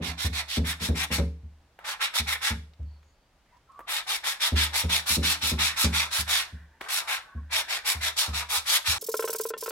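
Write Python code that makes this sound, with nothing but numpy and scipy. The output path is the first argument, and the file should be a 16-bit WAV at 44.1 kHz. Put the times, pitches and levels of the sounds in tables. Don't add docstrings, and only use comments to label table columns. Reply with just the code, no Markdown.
import sys
import numpy as np
from scipy import signal
from scipy.fft import rfft, irfft
from scipy.io import wavfile
from scipy.ndimage import uniform_filter1d

SR = 44100
rng = np.random.default_rng(int(sys.argv[2]) if len(sys.argv) > 2 else 0)


def level_to_linear(level):
    exponent = np.asarray(level, float) / 20
    return 10 ** exponent


def persist_wave(psi):
    counts = np.round(np.clip(psi, -1, 1) * 32767).astype(np.int16)
    wavfile.write(sys.argv[1], SR, np.atleast_2d(counts).T)


N = 428199
TIME = np.arange(N) / SR
HZ = np.maximum(np.fft.rfftfreq(N, 1 / SR), 1)
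CUT_S = 8.985
NORMAL, HURRY = 1, 6


def read(table, hz):
    table_hz, value = np.array(table).T
    return np.interp(np.log(hz), np.log(table_hz), value)


def colour(x, gain):
    return irfft(rfft(x) * gain, N)


def unit(x):
    return x / np.sqrt(np.mean(x ** 2))


def walk(rate):
    k = int(SR / rate)
    return unit(uniform_filter1d(uniform_filter1d(rng.standard_normal(N), k), k))


def ports(make, hurry, lag_s):
    # frequency in Hz, share 0-1
    alike = [(300, 0.97), (800, 0.89), (1500, 0.51), (3500, 0.51), (4500, 0.01), (16000, 0.01)]
    share = np.clip(read(alike, HZ / hurry), 0, 1)
    both = make()
    late = np.exp(-2j * np.pi * HZ * lag_s / hurry)
    return np.array([colour(both, share ** 0.5 * delay) + colour(make(), (1 - share) ** 0.5)
                     for delay in (1, late)])


def bounce(x, lag_s, share):
    echoed = [c + share * np.interp(TIME - np.abs(lag_s), TIME, c) for c in x]
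    return np.array(echoed) / np.sqrt(1 + share ** 2)


def room(x, t60, wet_db, dull_hz):
    t = TIME[:int(t60 * SR)]
    tail = rng.standard_normal((2, len(t))) * 1000 ** (-t / t60) * (t > t60 / 50)
    tail = tail / np.sqrt(np.sum(tail[0] ** 2))
    tail = signal.lfilter(*signal.butter(1, dull_hz, fs=SR), tail)
    return x + level_to_linear(wet_db) * signal.fftconvolve(x, tail, axes=1)[:, :N]


def air(hurry):
    # frequency in Hz, density in dB per Hz
    air_spectrum = [(15, -54.5), (25, -6), (64, -6.5), (87, -12.5), (439, -22.5), (531, -20), (591, -20.5),
                    (677, -20), (4740, -31.5), (16000, -46.5)]
    shape = level_to_linear(read(air_spectrum, HZ / hurry))
    hush = unit(ports(lambda: colour(rng.standard_normal(N), shape), hurry, 0))
    return hush * level_to_linear(-64.5 + 0.41 * walk(7.2))


def birds(calls, wobble):
    out = np.zeros((2, N))
    for start, end, hz0, hz1, db in calls:
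        n = int((end - start) * SR)
        hoarse_hz = wobble * hz0
        k = int(SR / hoarse_hz / 2)
        a, b = (uniform_filter1d(rng.standard_normal((3, n)), k) * k ** 0.5 for _ in range(2))
        phase = 2 * np.pi * np.cumsum(np.linspace(hz0, hz1, n)) / SR
        tone = (a + 40 / (hoarse_hz + 20)) * np.cos(phase) + b * np.sin(phase)
        tone = tone * np.sin(np.pi * np.arange(n) / n) ** 0.35
        i = int(start * SR)
        out[:, i:i + n] += level_to_linear(db) * (tone[0] + 0.5 * tone[1:])
    return out


def far_birds():
    # start in seconds, end in seconds, start in Hz, end in Hz, level in dB
    clear_calls = [(2.851, 3.0, 4500, 4360, -73), (3.0, 3.3, 4450, 4700, -82),
                   (3.026, 3.15, 6640, 6800, -79), (2.898, 2.992, 980, 950, -78),
                   (3.525, 3.585, 980, 955, -60), (3.676, 3.78, 1330, 1210, -65),
                   (3.687, 3.76, 1075, 1100, -56.5), (3.745, 3.86, 1130, 1173, -52.5),
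                   (7.118, 7.45, 1150, 1090, -61.5), (6.69, 6.8, 900, 903, -71.5),
                   (7.2, 7.45, 1515, 1510, -65)]
    # start in seconds, end in seconds, start in Hz, end in Hz, level in dB
    hoarse_calls = [(3.447, 3.597, 2000, 1900, -72), (6.3, 6.67, 1780, 1660, -57.5),
                    (6.55, 6.9, 1750, 1700, -68), (5.6, 5.8, 1750, 1800, -45),
                    (6.393, 6.68, 1000, 1100, -73), (7.12, 7.52, 1560, 1665, -63),
                    (5.85, 6.3, 1600, 1600, -52), (7.5, 7.86, 1650, 1600, -49),
                    (8.986, 9.014, 7000, 6400, -58), (9.492, 9.545, 7250, 6850, -78)]
    return birds(clear_calls, 0.031) + birds(hoarse_calls, 0.13)


def table_ring(t, upper_db):
    # frequency in Hz, level in dB, 60 dB decay in seconds
    table_modes = [(75.15, 2.5, 0.48), (83.4, 3.5, 0.17), (98.7, -2, 0.28), (106, -17.5, .15),
                   (160.8, -10.5, 0.42), (173.2, -2.5, 0.4), (175, -29.5, 0.21), (223.7, -2, 0.24),
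                   (235.7, -4.5, 0.19), (257.8, -5.5, 0.34), (290, -17, 0.61), (365.7, -12.5, 0.35),
                   (419, -12.5, 0.36), (450.2, -15, 0.39), (501, -7, 0.16), (561, -17, 0.27)]
    tilt_db = 0.57 * min(upper_db, 0) + 4.0
    ring = 0
    for (hz, db, t60), (louder, sharper) in zip(table_modes, rng.standard_normal((len(table_modes), 2))):
        mode = np.sin(2 * np.pi * hz * (1 + 0.015 * sharper) * t) * 1000 ** (-t / t60)
        soft_start = 1 - np.exp(-t * hz / 0.53)
        ring = ring + level_to_linear(db + np.log2(hz / 73) * tilt_db + 3.0 * louder) * mode * soft_start
    return ring


def bumps(events, hurry, gain_db):
    out = np.zeros((2, N + SR))
    t = np.arange(SR // hurry) * hurry / SR
    rebound = int(0.01276 * SR / hurry)
    rattle_band = signal.butter(2, [200 * hurry, 650 * hurry], "band", fs=SR)
    for s, db, upper_db in events:
        ring = table_ring(t, upper_db)
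        ring[rebound:] += 0.68 * ring[:-rebound].copy()
        noise = rng.standard_normal(len(t)) + 2.27 * rng.standard_normal((2, len(t)))
        rattle = signal.lfilter(*rattle_band, noise) / hurry ** 0.5 * 1000 ** (-t / 0.2)
        ring = ring + level_to_linear(1.2 * min(upper_db, -7) + 12) * rattle
        i = max(int((s - 0.00314 / hurry) * SR), 0)
        out[:, i:i + len(t)] += level_to_linear(db + gain_db) * ring * (1 - np.exp(-t / 0.0042))
    no_deep_bass = signal.butter(4, 58 * hurry, "high", fs=SR, output="sos")
    return signal.sosfilt(no_deep_bass, out[:, :N])


def taps():
    # start in seconds, peak in dB, centre in Hz, 60 dB decay in seconds
    knocks = [(1.79, -33.5, 1020, 0.015), (2.735, -52.5, 2500, 0.039), (2.83, -60, 3500, 0.018),
              (3.029, -54.5, 1600, 0.036), (3.569, -62, 4000, .04), (3.719, -61, 5000, .03),
              (3.792, -34, 700, 0.037), (3.805, -40.5, 750, 0.063), (6.8104, -27, 1300, 0.019),
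              (6.8138, -23, 1330, 0.011), (6.812, -34.5, 420, 0.045), (6.888, -30, 3500, .02)]
    out = np.zeros((2, N))
    t = TIME[:SR // 10]
    for s, db, hz, t60 in knocks:
        noise = rng.standard_normal(len(t)) + 0.5 * rng.standard_normal((2, len(t)))
        noise = noise * 1000 ** (-t / t60)
        knock = signal.lfilter(*signal.butter(2, [hz / 2, hz * 2], "band", fs=SR), noise)
        knock = knock * (4000 / hz) ** 0.5 + 0.13 * noise
        i = int(s * SR)
        out[:, i:i + len(t)] += level_to_linear(db) * knock
    return out


def stops(starts, lift_s, turn_s):
    return np.append(starts[1:] - turn_s, lift_s)


def slow_strokes():
    # start in seconds, speed-up in seconds, level in dB, can ring in dB,
    # brightness in dB
    first_strokes = [
        [(0.024, 0.05, -33.5, 1, 0), (0.181, 0.083, -30.5, -3.5, 3.5), (0.329, 0.056, -30, -2.6, 2.2),
         (0.484, 0.084, -34, -0.5, 6.5), (0.650, 0.057, -30, -5, -3.2), (0.801, 0.056, -29, -5.3, 4.5),
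         (0.954, 0.083, -25.5, -10, -4), (1.113, 0.033, -23.5, -11, -4.5)],
        [(1.848, 0.062, -34, -2.5, -4.5), (2.006, .031, -30.5, 3, -2), (2.140, 0.047, -29.5, 2.2, 2.5),
         (2.273, 0.052, -27.5, -3.5, -6.5), (2.417, 0.061, -30, 0.3, -6)],
    ]
    long_strokes = [
        [(3.882, 0.096, -29, -5, -3.8), (4.072, 0.077, -27, -3.5, 0.5), (4.240, 0.052, -28.5, -1.6, -.7),
         (4.405, 0.057, -25.5, -2.5, 5.5), (4.560, 0.07, -27, 1, 2.2), (4.735, 0.05, -23, -5, 3.8),
         (4.895, 0.058, -24.5, -1.5, 4), (5.064, 0.088, -21, -8.5, 7), (5.232, 0.078, -26, -0.5, 4),
         (5.417, 0.074, -27, 0, 6.5), (5.589, 0.066, -25, 0.7, 0.5), (5.768, 0.06, -22.5, -5, -3),
         (5.929, 0.058, -26.5, -1.2, 0.5), (6.114, 0.095, -23, -7.5, 4), (6.279, 0.072, -24, -2.5, 1.5)],
    ]
    late_strokes = [
        [(6.886, 0.092, -30.5, -1, -2), (7.077, 0.053, -29.5, -4, -4)],
        [(7.513, 0.087, -32, 2.6, -0.8), (7.686, 0.064, -33.5, 3.5, -2.7), (7.852, 0.056, -25.5, -4, 0),
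         (8.012, 0.064, -31, 1.5, -0.5), (8.169, 0.033, -27, -4, 9.5), (8.334, 0.041, -30.5, -0.5, 0.5),
         (8.493, 0.065, -26, -5, 4), (8.662, 0.1, -27, -0.2, 3.1), (8.852, 0.058, -26.5, -3, 3.5)],
    ]
    # lift-off in seconds, low band in dB, treble of the first stroke in dB,
    # treble of the last in dB
    bouts = [
        (1.194, -5, -6, 0.5),
        (2.518, -3, 0.5, 5.3),
        (6.426, -5, 0, 1.17),
        (7.183, -2, 4.8, 0.54),
        (8.975, -1.5, 3, 2.3),
    ]
    # time in seconds, level in dB, slow-down in seconds
    landings = [
        (1.793, -58, .092),
        (6.812, -44, 0.26),
    ]
    # dB in each of the five bands, low to high
    landing_tone_db = (9, -2, -23, -6, -11)
    ring_share = (0.26, 0.88, 1.19, 0.31, 0.24)
    bright_share = (-0.18, -0.79, 0.82, 0.14, 0.27)
    rows, tone_db = [], []
    for bout, shared in zip(first_strokes + long_strokes + late_strokes, bouts):
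        lift_s, low_db, first_db, last_db = shared
        start, up, db, ring_db, bright_db = np.array(bout).T
        down = np.maximum(stops(start, lift_s, 0.059) - start - up, 0.02)
        rows += zip(start + up, db, up, down)
        treble_db = np.linspace(first_db, last_db, len(db))
        tone = np.outer(ring_db, ring_share) + np.outer(bright_db, bright_share)
        tone = tone + np.outer(treble_db, [0, 0, 0.065, 0.57, 0.84])
        tone[:, 0] += low_db - 0.14 * (db + 32)
        tone_db += list(tone)
    rows = np.array(rows + [(s, db, 0.0049, down) for s, db, down in landings])
    bite = np.maximum(1.32 + 51 * rows[:, 2], 2)
    return rows, bite, np.array(tone_db + [landing_tone_db] * len(landings))


def quick_strokes():
    # start in seconds, level in dB
    hurried_strokes = [
        [(9.012, -36), (9.039, -38), (9.064, -37.5), (9.089, -35.5), (9.116, -34.5), (9.142, -36), (9.167, -34),
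         (9.196, -32.5), (9.224, -34.5), (9.248, -34.5), (9.277, -36.5), (9.302, -34), (9.329, -32),
         (9.355, -36), (9.383, -33), (9.408, -34), (9.435, -34.5), (9.460, -37), (9.487, -35)],
        [(9.578, -39), (9.607, -35.5), (9.634, -34.5), (9.660, -35), (9.686, -37)],
    ]
    hurried_lift_s = (9.503, 9.706)
    rise = 0.31
    rows = []
    for bout, lift_s in zip(hurried_strokes, hurried_lift_s):
        start, db = np.array(bout).T
        length = stops(start, lift_s, 0.0105) - start
        rows += zip(start + rise * length, db, rise * length, (1 - rise) * length)
    return rows


def speed_db(strokes, bite, fall):
    t = TIME[::32]
    curves = []
    for (s, db, up, down), rise in zip(strokes, bite):
        away = np.abs(t - s) / np.where(t < s, up, down)
        drop_db = 10 * away ** np.where(t < s, rise, fall)
        stuck_db = 895 * np.maximum(s - up - t, 0)
        curves.append(db - drop_db - stuck_db)
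    nearest = np.repeat(np.argmax(curves, axis=0), 32)[:N]
    loudness = np.interp(TIME, t, np.max(curves, axis=0))
    slack = loudness - np.array(strokes)[nearest, 1]
    return np.maximum(loudness, -120), slack, nearest


def can_body(hz):
    # frequency in Hz, density in dB per Hz
    grit_spectrum = [(120, -59), (200, -24.5), (311, -40.5), (353, -19), (659, -7), (851, -1), (1180, -4),
                     (1300, -2.5), (1500, -4.5), (2210, -0.5), (3020, -6.5), (4200, -5), (6170, -11.5),
                     (11300, -13.5), (16000, -19.5)]
    # frequency in Hz, width in Hz, level in dB
    can_modes = [(876, 84, -5), (2356, 28, 5), (3620, 730, 9), (5530, 300, 6.5), (6660, 120, 2),
                 (7900, 91, 7), (9500, 370, 5), (11400, 960, 6.5)]
    rings = sum(level_to_linear(db) / (1 + ((hz - f) / wide * 2) ** 2) for f, wide, db in can_modes)
    return level_to_linear(read(grit_spectrum, hz)) * (1 + 0.44 * rings)


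def grit_clicks(hurry):
    patch = level_to_linear(0.27 * walk(60 * hurry) + 1.2 * walk(350))

    def grains():
        return rng.standard_normal(N) * level_to_linear(0.76 * rng.exponential(size=N)) * patch

    grit = ports(grains, hurry, 0.000096)
    grit = bounce(grit, (0.0006 + 0.00015 * walk(5 * hurry)) / hurry, 0.2)
    return bounce(grit, (0.0032 + 0.0004 * walk(6 * hurry)) / hurry, 0.33)


def sanding(strokes, hurry, bite, tone_db, pan_db):
    loudness, slack, nearest = speed_db(strokes, bite, fall=2.02)
    hz = HZ / hurry
    body = can_body(hz)
    grit = grit_clicks(hurry)
    grit = grit / np.sqrt(np.mean(colour(grit[0], body) ** 2))
    out = 0
    band_hz = (1, 1400, 2800, 4800, 8000, 30000)
    for k, follow in enumerate((-0.58, -0.27, 0.65, 0.15, 0.72)):
        band = body / np.sqrt((1 + (band_hz[k] / hz) ** 8) * (1 + (hz / band_hz[k + 1]) ** 8))
        db = follow * np.maximum(slack, -40) + tone_db[nearest, k] + 2.26 * walk(20 * hurry)
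        out = out + level_to_linear(db) * np.array([colour(g, band) for g in grit])
    return out * level_to_linear(loudness + np.array([[0.5], [-0.5]]) * pan_db[nearest])


def normal_work():
    # time in seconds, left minus right in dB
    pan = [(0, -5.8), (1.0, 1.7), (1.9, -.7), (2.5, -0.5), (3.9, 1.1), (6.3, -0.9), (7.0, 0.7), (8.9, .2)]
    # time in seconds, peak in dB, upper modes in dB
    slow_bumps = [(0.0, -32, 0), (0.077, -29, -13), (0.245, -19.5, -11.5), (0.572, -17, -7),
                  (0.808, -31, -4.5), (0.888, -16, -7), (1.105, -28, -2), (1.185, -15, -7),
                  (1.43, -32.5, -19.5), (2.196, -26, -15), (2.504, -19.5, -15.5), (2.795, -25.5, -19),
                  (4.521, -19, -9.5), (4.838, -19, -10.5), (5.099, -29, -11), (5.17, -20, -4),
                  (5.428, -32, -5), (5.516, -16, -12), (5.807, -59, 0.5), (5.842, -17.5, -6.5),
                  (6.186, -25.5, -18.5), (6.526, -30, -20.5), (7.35, -25.5, -17.5), (7.951, -29, -21),
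                  (8.28, -25.5, -15), (8.566, -39.5, -41), (8.881, -26, -23.5)]
    rows, bite, tone_db = slow_strokes()
    pan_db = np.interp(rows[:, 0], *np.array(pan).T)
    work = sanding(rows, NORMAL, bite, tone_db, pan_db) + taps()
    return room(work, 0.35, -14.0, 10000) + bumps(slow_bumps, NORMAL, -9.5) + air(NORMAL)


def hurried_work():
    # time in seconds, peak in dB, upper modes in dB
    quick_bumps = [(9.024, -29, -22), (9.086, -20.5, -17), (9.141, -14, -11), (9.193, -15, -9.5),
                   (9.224, -26.5, -3), (9.241, -15.5, -12), (9.276, -24.5, 7), (9.294, -17.5, -11.5),
                   (9.329, -30, -4.5), (9.347, -18, -11.5), (9.398, -18, -13), (9.452, -17, -16.5),
                   (9.504, -19.5, -14), (9.537, -25.5, 6), (9.566, -29, -14), (9.625, -20, -16.5),
                   (9.66, -28, 4), (9.678, -19.5, -11), (9.705, -26, -3)]
    rows = quick_strokes()
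    flat = np.zeros((len(rows), 5))
    work = sanding(rows, HURRY, flat[:, 0] + 4, flat, flat[:, 0])
    work = room(work, 0.18, -31.5, 6300) + bumps(quick_bumps, HURRY, -12.5)
    raised_air = signal.lfilter(*signal.butter(2, 8000, fs=SR), air(HURRY))
    return work + level_to_linear(4.0) * raised_air + level_to_linear(-6) * air(NORMAL)


def scene():
    fade_out = np.clip((CUT_S - TIME) / 0.0033, 0, 1)
    fade_in = np.clip((TIME - CUT_S) / 0.004, 0, 1)
    return normal_work() * fade_out + hurried_work() * fade_in + far_birds()


def top_cut(x):
    return signal.sosfilt(signal.butter(12, 16470, fs=SR, output="sos"), x)


def record(dry):
    lift = level_to_linear(1.3 / (1 + (11500 / HZ) ** 8))
    mix = np.array([colour(dry[0], 1 / lift), colour(dry[1], lift)])
    mix = signal.sosfilt(signal.ellip(10, 0.2, 70, 15900, fs=SR, output="sos"), mix)
    return top_cut(mix)


dry = scene()
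out = record(dry)
persist_wave(out)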